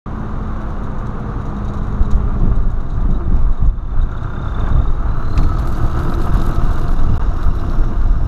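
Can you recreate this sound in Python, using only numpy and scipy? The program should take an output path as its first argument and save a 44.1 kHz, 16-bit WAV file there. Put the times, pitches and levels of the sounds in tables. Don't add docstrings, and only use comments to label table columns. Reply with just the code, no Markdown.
import sys
import numpy as np
from scipy import signal
from scipy.fft import rfft, irfft, next_fast_len
from scipy.io import wavfile
from scipy.ndimage import uniform_filter1d, minimum_filter1d

SR = 44100
rng = np.random.default_rng(int(sys.argv[2]) if len(sys.argv) > 2 else 0)


def digitize_waveform(pressure):
    field = np.atleast_2d(pressure).T
    bounded = np.clip(field, -1, 1)
    quanta = np.round(bounded * 32767).astype(np.int16)
    wavfile.write(sys.argv[1], SR, quanta)


N = 364707
TIME = np.arange(N) / SR

# (time [s], level [dB])
RIG_LEVEL = [(0.1, -32.5), (1.9, -33), (2.5, -34.5), (2.7, -37.5), (3.4, -36.5), (3.66, -38), (3.71, -44.5),
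             (3.92, -38.5), (4.3, -34), (4.75, -30.5), (4.95, -35.5), (5.35, -32.5), (6.4, -29.5),
             (6.8, -31.5), (7.7, -33.5), (8.25, -36)]
# (time [s], firing rate [Hz], load [0-1])
ENGINE_RUN = [(0, 39.76, 0.37), (1.6, 37.84, 0.25), (2.8, 35.27, 0.41), (3.7, 33.67, 0.28),
              (4.1, 33.28, 0.7), (4.4, 32.27, 1), (4.9, 33.7, 0), (5.15, 35.69, 0.9), (5.45, 37.96, 0.6),
              (5.75, 40.02, 0.8), (6.25, 40.61, 0.85), (6.9, 40.16, 0.66), (8.27, 40.34, 0.85)]
# (frequency [Hz], width [Hz], gain [dB])
BLOCK_MODES = [(351, 41, -3.5), (692, 60, -4), (760, 250, -18.5), (978, 230, -8.5), (1119, 18, -3),
               (1220, 35, -0.5), (1438, 300, -7)]
VALVE_MODES = [(2850, 180, 1), (3680, 490, -0.5), (4930, 180, -3), (7000, 270, -18)]
STEEL_MODES = [(3795, 45, 0), (4140, 100, -5.5), (5830, 170, -4), (6200, 270, -7), (6740, 110, -0.5),
               (7700, 480, -7.5), (9050, 280, -9), (11700, 2200, -9.5)]
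# (multiple of firing rate [ratio], relative level [dB])
EXHAUST_TONES = [(2, -26.5), (3, -29.5), (4, -37), (5, -40.5), (6, -40.5), (7, -44), (8, -48), (9, -46),
                 (11, -48), (17, -60.5)]
PULL_TONES = [(7, -19.5), (24, -4.5), (27, -16), (32, -3)]
# (time [s], length [s], level [dB])
SILENCER_SURGES = [(6.004, 0.046, -40), (6.828, 0.04, -31)]
# (time [s], frequency [Hz], level [dB])
TURBO_WHISTLE = [(3.45, 3660, -67), (3.7, 3590, -65.5), (4.05, 3558, -60), (4.35, 3606, -51),
                 (4.6, 3600, -48), (4.87, 3680, -51.5), (5.02, 3840, -60), (5.2, 4040, -57),
                 (5.42, 4170, -49), (5.56, 4350, -60), (6.7, 5450, -70), (7.1, 5500, -68),
                 (7.65, 5490, -64), (8.0, 5500, -68)]
DRIVE_HUM = [(0, 216.4, -28), (1.25, 209.5, -28.5), (1.55, 205, -26), (2.45, 202.5, -25), (2.8, 189, -40),
             (3.2, 178.6, -29), (3.9, 174, -55)]
# (multiple of hum frequency [ratio], relative level [dB])
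HUM_TONES = [(0.125, 2), (.25, 2), (0.563, -13.5), (.76, -19), (1, -1.5)]
# (time [s], lug rate [Hz])
LUG_RATE = [(0, 560), (2.05, 426.5), (3.25, 348), (3.9, 323.5), (5.2, 312.4), (6.2, 342.3), (8.27, 352)]
# (time [s], length [s], level [dB])
LUG_SWELLS = [(0.999, 0.83, -42.5), (2.267, 0.98, -39.5), (3.22, 0.28, -38), (6.043, 1.05, -34),
              (7.75, 0.51, -37.5)]
# (time [s], amount [0-1])
GRIT_COVER = [(3.65, 0.23), (3.72, 0.05), (4.3, 0.27), (5.24, 0.5), (5.32, 0.8), (5.7, 0.89), (6.85, 0.88),
              (7.1, 0.72), (8.27, 0.56)]
# (time [s], relative crack level [dB], relative spray level [dB])
STONE_CRUSHES = [(5.5864, -35, -46), (5.673, -36, -42.5), (5.77, -41, -52), (5.82, -49, -56),
                 (5.9908, -34, -47), (6.098, -38, -44), (6.139, -31, -51), (6.2159, -32.5, -46),
                 (6.2377, -33, -55), (6.336, -40, -44), (6.3617, -35, -50), (6.4161, -33, -46),
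                 (6.464, -43, -49), (6.535, -35, -46), (6.5595, -30, -60), (6.7129, -42, -48),
                 (6.7845, -43, -50), (6.8818, -32, -44), (7.1554, -39, -52), (7.431, -35, -49),
                 (7.553, -41, -53), (7.597, -36, -60), (7.697, -34.5, -50), (7.787, -44, -58),
                 (8.015, -38, -56)]
# (time [s], level [dB])
HARD_KNOCKS = [(3.3653, -47), (3.3905, -48), (5.377, -25), (5.4316, -35)]
# (time [s], relative chatter level [dB], relative ring level [dB])
TANK_CLINKS = [(0.5302, -49, -60), (0.6075, -45, -58), (0.6853, -45, -61), (0.835, -43, -51),
               (0.9058, -46, -58), (0.9847, -41, -59), (1.0585, -42, -55), (1.412, -42, -49),
               (1.4551, -42, -57), (1.497, -45, -55), (1.5653, -46, -47), (1.6467, -42, -46),
               (1.6801, -41, -45), (1.7364, -43, -53), (1.7704, -41, -53), (1.8297, -42, -50),
               (1.868, -44, -61), (1.9195, -46, -49), (2.0233, -46, -49), (2.048, -45, -44),
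               (2.1061, -36, -47), (2.149, -44, -52), (2.5541, -43.5, -65), (2.7, -45, -62),
               (2.8005, -46, -55), (2.9006, -40.5, -55), (2.935, -50, -54), (3.005, -46, -47),
               (3.106, -44, -45), (3.145, -58, -42), (3.5274, -45, -49), (3.5744, -53, -48),
               (3.655, -47, -52), (4.0148, -44, -39), (4.1155, -45, -48), (4.168, -50, -44),
               (4.2293, -45, -45), (4.5945, -42, -45), (4.6846, -41, -51)]
# (time [s], buffet level [dB], flutter level [dB])
BREEZE = [(0, -27.5, -28), (.9, -20.5, -28.5), (1.4, -26, -26.5), (2.3, -16.5, -24.5), (3.85, -20, -34.5),
          (4.4, -22, -25.5), (5.15, -13.5, -28.5), (5.8, -16, -24.5), (6.4, -12.5, -21.5), (7.3, -16, -30),
          (8.27, -15, -30)]
# (time [s], length [s], buffet level [dB], flutter level [dB])
GUSTS = [(2.013, 0.045, -7, -46), (2.143, 0.037, -1.5, -21), (2.461, .12, -10.5, -19),
         (2.6, 0.18, -10, -42), (2.756, 0.097, -13.5, -42), (2.97, 0.075, -15, -24.5),
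         (3.088, 0.16, -11.5, -22.5), (3.347, 0.15, -9, -21.5), (3.472, 0.11, -7, -32),
         (3.655, 0.068, -3, -21), (3.998, 0.083, -6.5, -33), (4.617, 0.089, -13.5, -27),
         (4.76, 0.12, -9, -21.5), (4.895, 0.049, -7.5, -34), (5.424, 0.075, -7, -18),
         (5.699, 0.067, -15, -32), (5.847, 0.079, -13, -19), (6.077, 0.12, -27, -21.5),
         (6.35, 0.09, -15, -25), (6.48, 0.2, -27, -30), (6.677, 0.061, -5.5, -35), (6.788, 0.059, -15, -24),
         (6.907, 0.096, -12, -26), (7.021, 0.085, -6.5, -32), (7.105, 0.07, -10, -20),
         (7.22, 0.048, -17, -38), (7.297, 0.09, -13, -43), (7.479, 0.046, -4.5, -23.5),
         (7.701, 0.13, -21, -22.5), (7.813, 0.07, -7.5, -23), (7.91, 0.061, -22, -21.5),
         (8.014, 0.047, -8, -36), (8.099, 0.095, -8.5, -44), (8.25, 0.063, -15, -23)]
# (time [s], length [s], level [dB])
WIND_BOOMS = [(5.424, 0.16, -16.5), (7.14, 0.14, -13)]
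# (frequency [Hz], relative density [dB])
ENGINE_KNOCK_SPECTRUM = [(150, -4), (300, 8.5), (520, -2), (800, 1), (1300, 11), (1550, -0.5),
                         (1950, -14.5), (2800, -14), (4000, -29), (7000, -57), (12000, -49.5)]
TYRE_SPECTRUM = [(200, -4.5), (300, 0), (430, -1), (570, -8), (720, -3.5), (900, -5.5), (1200, -1),
                 (1500, -13), (1900, -21), (2600, -31), (3900, -34.5), (5000, -53), (9000, -54)]
GRIT_CRUNCH_SPECTRUM = [(1500, -17), (2600, -2.5), (3300, 1), (3850, 6.5), (4500, -2.5), (5200, -5),
                        (6000, -1), (6800, -2), (7600, -15), (9500, -12.5), (14000, -50.5)]
GRIT_SPRAY_SPECTRUM = [(5000, -8.5), (7600, -1.5), (9200, -4.5), (10700, -1.5), (12500, 1), (13500, -6),
                       (14500, -14.5)]
STONE_SPECTRUM = [(1200, -16.5), (2200, -3), (3100, -5), (3900, 7.5), (4800, -3.5), (6500, -11.5),
                  (8000, -24.5), (13000, -27)]
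HARD_KNOCK_SPECTRUM = [(300, -7), (700, -3), (1400, -2), (2300, 10.5), (3100, 1), (3850, 3.5), (4800, -0.5),
                       (6500, -1), (8000, -14), (12500, -30), (15000, -46)]
WIND_BUFFET_SPECTRUM = [(8, -10), (18, 13), (32, 3.5), (50, 1), (80, -11), (120, -18), (250, -55.5)]
WIND_FLUTTER_SPECTRUM = [(40, -19.5), (80, 0.5), (120, 2), (180, -5.5), (280, -11.5), (420, -22),
                         (800, -27.5), (2000, -49), (5000, -63.5)]


def engine(turns, load, level_db):
    pattern = rng.standard_normal(2400)[(turns / 2 % 1 * 2400).astype(int)]
    blows = (.72 + burst(turns, fade=.63)) * undb(2.36 * drift(35) + 1.2 * load * throb(turns))
    shake = blows * (noise() + .8 * pattern)
    ring = signal.sosfilt(signal.butter(6, 1650, fs=SR, output="sos"), resonate(shake, BLOCK_MODES))
    taps = burst(turns, fade=.42) * undb(2.6 * drift(40)) * noise()
    ticks = resonate(resonate(taps, VALVE_MODES), VALVE_MODES) * np.interp(TIME, [4, 7], [.3, 1])
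    clatter = undb(-4.5) * colour(shake, ENGINE_KNOCK_SPECTRUM) + undb(-1.5) * ring + undb(-21.5) * ticks
    uneven_turns = turns + .008 * drift(12)
    exhaust = sum(undb(db + 2 * drift(9.3)) * sine(k * uneven_turns + rng.random())
                  for k, db in EXHAUST_TONES)
    return np.sqrt(load) * (undb(level_db) * clatter + exhaust)


def engine_pull(turns):
    tones = sum(undb(db + 2 * drift(9)) * sine(k * turns + .12 * drift(14) + rng.random())
                for k, db in PULL_TONES)
    silencer = wavering(hz=341, wander=.03, rate=40) * unit(.6 + burst(turns, fade=.3))
    surging = np.abs(wavering(hz=4.2, wander=.25, rate=5))
    pulling = swell(s=6.7, length=2.5, db=-40.5)
    return (tones + surging * silencer) * pulling + silencer * swells(SILENCER_SURGES)


def panel_drone(turns):
    kicks = unit(.3 + burst(turns, fade=.3))
    side = narrow_noise(hz=1385, width=93) * swell(s=4.35, length=.42, db=-40.5)
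    cab = wavering(hz=697, wander=.018, rate=40) * unit(undb(9 * throb(turns)))
    cab *= swell(s=6.6, length=3.1, db=-42)
    bonnet = wavering(hz=1297, wander=.009, rate=50) * unit(undb(4.5 * throb(turns) + 2 * drift(25)))
    bonnet *= swell(s=5.77, length=1.5, db=-36.5)
    return kicks * (bonnet + cab + side)


def turbo(turns):
    hz, db = curves(TURBO_WHISTLE)
    boost = (hz - hz.min()) / np.ptp(hz)
    whistle = wavering(hz, wander=.019, rate=450)
    puffs = np.cos(np.pi * (turns + .1 * drift(20))) ** 6
    flow = unit((.2 + .6 * boost + puffs) * undb(3 * drift(70)))
    return whistle * flow * undb(db)


def drive_hum():
    hz, db = curves(DRIVE_HUM)
    turns = turns_of(hz * (1 + .004 * drift(20)))
    hum = sum(undb(tone_db + drift(10)) * sine(k * turns + rng.random()) for k, tone_db in HUM_TONES)
    return hum * undb(db) * np.interp(TIME, [3.7, 4.2], [1, 0])


def tyre_roar(load, level_db):
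    roar = colour(noise(), TYRE_SPECTRUM) * undb(level_db + .38 * drift(14))
    return roar * np.sqrt(1 - .7 * load)


def tyre_lugs():
    lug_hz, = curves(LUG_RATE)
    slaps = sine(turns_of(lug_hz) + .17 * drift(35)) * undb(2.5 * drift(30))
    return unit(slaps) * swells(LUG_SWELLS)


def grit(cover, rig_db):
    swing_db = .53 * (rig_db - np.mean(rig_db))
    crunch_db = swing_db - 61 + 7.5 * cover
    spray_db = swing_db - 83 + 26 * cover
    bunches = undb(2.6 * drift(14))
    cracks = crackle(per_s=300, spread_db=5.5, t60=.012)
    crunch = colour((cover * cracks * bunches + 1) * noise(), GRIT_CRUNCH_SPECTRUM)
    flurries = unit(undb(2.5 * drift(18)))
    splinters = crackle(per_s=450, spread_db=5.5, t60=.01)
    spray = colour((splinters + .99 * cracks) * noise(), GRIT_SPRAY_SPECTRUM)
    shed = strikes([(s, db - 5) for s, _, db in STONE_CRUSHES], t60=.22)
    return crunch * undb(crunch_db) + spray * np.hypot(undb(spray_db) * flurries, shed)


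def knocks_and_stones(cover):
    flicked = cover ** 2 * strikes(scattered(per_s=14, db=-48, scatter_db=3), t60=.022)
    crushed = strikes([(s, db - 3) for s, db, _ in STONE_CRUSHES], t60=.022)
    knocks = strikes(HARD_KNOCKS, t60=.035) * colour(noise(), HARD_KNOCK_SPECTRUM)
    return knocks + (flicked + crushed) * colour(noise(), STONE_SPECTRUM)


def tank_fittings(rig_db):
    jingle = strikes(scattered(per_s=23, db=-26.5, scatter_db=7.5), t60=.07) * undb(rig_db)
    hold_s, t60 = .0092, .088
    contact = np.zeros(N)
    for s, chatter_db, _ in TANK_CLINKS:
        during = slice(int(s * SR), int((s + .5) * SR))
        fading_s = np.maximum(TIME[during] - s - hold_s, 0)
        contact[during] += undb(chatter_db - 9 - 60 * fading_s / t60)
    lowest_mode = wavering(STEEL_MODES[0][0], wander=.022, rate=350)
    ring = lowest_mode * strikes([(s, db - 6.5) for s, _, db in TANK_CLINKS], t60=.12)
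    modes = unit(sum(undb(db + 3 * drift(17)) * narrow_noise(hz, 2 * width)
                     for hz, width, db in STEEL_MODES))
    scrape = colour(noise(), GRIT_CRUNCH_SPECTRUM)
    chatter = unit(undb(3 * drift(260)))
    return ring + (jingle + contact) * chatter * (undb(-6.5) * modes + undb(-5) * scrape)


def wind():
    buffet_gain, flutter_gain = undb(curves(BREEZE))
    for s, length, buffet_db, flutter_db in GUSTS:
        buffet_gain = np.hypot(buffet_gain, swell(s, length, buffet_db))
        flutter_gain = np.hypot(flutter_gain, swell(s, length, flutter_db))
    eddies = colour(noise(), WIND_BUFFET_SPECTRUM)
    eddies /= np.sqrt(uniform_filter1d(eddies ** 2, size=3500) + .01)
    flutter = colour(noise(), WIND_FLUTTER_SPECTRUM) * unit(1 + .95 * np.abs(eddies))
    boom = narrow_noise(hz=85.7, width=45) * swells(WIND_BOOMS)
    return eddies * buffet_gain + flutter * flutter_gain + boom


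def throb(turns, firings=6, crest_s=6.87):
    return np.cos(2 * np.pi * (turns - np.interp(crest_s, TIME, turns)) / firings)


def burst(turns, fade):
    phase = turns % 1
    return unit(np.exp(-phase / fade) - np.exp(-phase / .029))


def swell(s, length, db):
    return undb(db) * .5 ** np.minimum((2 * (TIME - s) / length) ** 2, 60)


def swells(rows):
    return sum(swell(*row) for row in rows)


def scattered(per_s, db, scatter_db):
    chance = rng.random((200, 2))[:int(per_s * N / SR)]
    return [((k + when) / per_s, db + scatter_db * (2 * size - 1))
            for k, (when, size) in enumerate(chance)]


def strikes(rows, t60):
    hits = np.zeros(N)
    for s, db in rows:
        hits[int(s * SR) % N] += undb(db)
    return ring_out(hits + 1e-18, t60)


def crackle(per_s, spread_db, t60):
    hits = (rng.random(N) < per_s / SR) * np.sign(noise())
    sizes = undb(spread_db * np.clip(noise(), -2, 2))
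    return unit(np.sqrt(ring_out((hits * sizes) ** 2, t60)))


def ring_out(hits, t60):
    return signal.lfilter([1], [1, -np.exp(-np.log(1000) / (t60 * SR))], hits)


def colour(x, points):
    hz, db = np.transpose(points)
    size = next_fast_len(N + SR // 2) // 2 * 2
    freqs = np.maximum(np.fft.rfftfreq(size, 1 / SR), 1)
    log_hz = np.log(np.r_[hz[0] / 2, hz, hz[-1] * 4])
    gain_db = np.interp(np.log(freqs), log_hz, np.r_[db[0] - 20, db, db[-1] - 60])
    cepstrum = irfft(np.log(undb(gain_db)))
    cepstrum[1:size // 2] *= 2
    cepstrum[size // 2 + 1:] = 0
    return unit(irfft(rfft(x, size) * np.exp(rfft(cepstrum)), size)[:N])


def resonate(x, modes):
    return unit(sum(undb(db) * signal.lfilter(*signal.iirpeak(hz, hz / width, fs=SR), x)
                    for hz, width, db in modes))


def wavering(hz, wander, rate):
    return unit(sine(turns_of(hz * (1 + wander * drift(rate)))))


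def narrow_noise(hz, width):
    angle = 2 * np.pi * turns_of(np.full(N, hz))
    return unit(drift(width) * np.cos(angle) + drift(width) * np.sin(angle))


def drift(rate):
    steps = uniform_filter1d(np.repeat(rng.standard_normal(int(rate * N / SR) + 2), 4), 4)
    return unit(np.interp(TIME * rate * 4, np.arange(len(steps)), steps))


def noise():
    return rng.standard_normal(N)


def curves(table):
    s, *columns = np.transpose(table)
    return [np.interp(TIME, s, column) for column in columns]


def turns_of(hz):
    return np.cumsum(hz) / SR


def sine(turns):
    return np.sin(2 * np.pi * turns)


def unit(x):
    return x / np.sqrt(np.mean(x ** 2))


def undb(db):
    return 10 ** (np.asarray(db) / 20)


def scene():
    firing_hz, load = curves(ENGINE_RUN)
    rig_db, = curves(RIG_LEVEL)
    cover, = curves(GRIT_COVER)
    turns = turns_of(firing_hz)
    motor = engine(turns, load, rig_db - 1) + engine_pull(turns) + panel_drone(turns) + turbo(turns)
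    wheels = tyre_lugs() + tyre_roar(load, rig_db + .5) + grit(cover, rig_db)
    mix = motor + wheels + drive_hum() + wind() + tank_fittings(rig_db) + knocks_and_stones(cover)
    return mix[None]


def record(dry):
    open_s, gap_from_s, gap_to_s = .06, 7.18, 7.1953
    ceiling, top_hz = .9, 14900
    peak = np.maximum(np.abs(dry), ceiling)
    limiter_gain = uniform_filter1d(minimum_filter1d(ceiling / peak, size=600), size=600)
    audible = (TIME > open_s) & ((TIME < gap_from_s) | (TIME > gap_to_s))
    gate = uniform_filter1d(audible.astype(float), size=24)
    lowpass = signal.ellip(8, .2, 70, top_hz, fs=SR, output="sos")
    return signal.sosfilt(lowpass, dry * limiter_gain * gate)


dry = scene()
out = record(dry)
digitize_waveform(out)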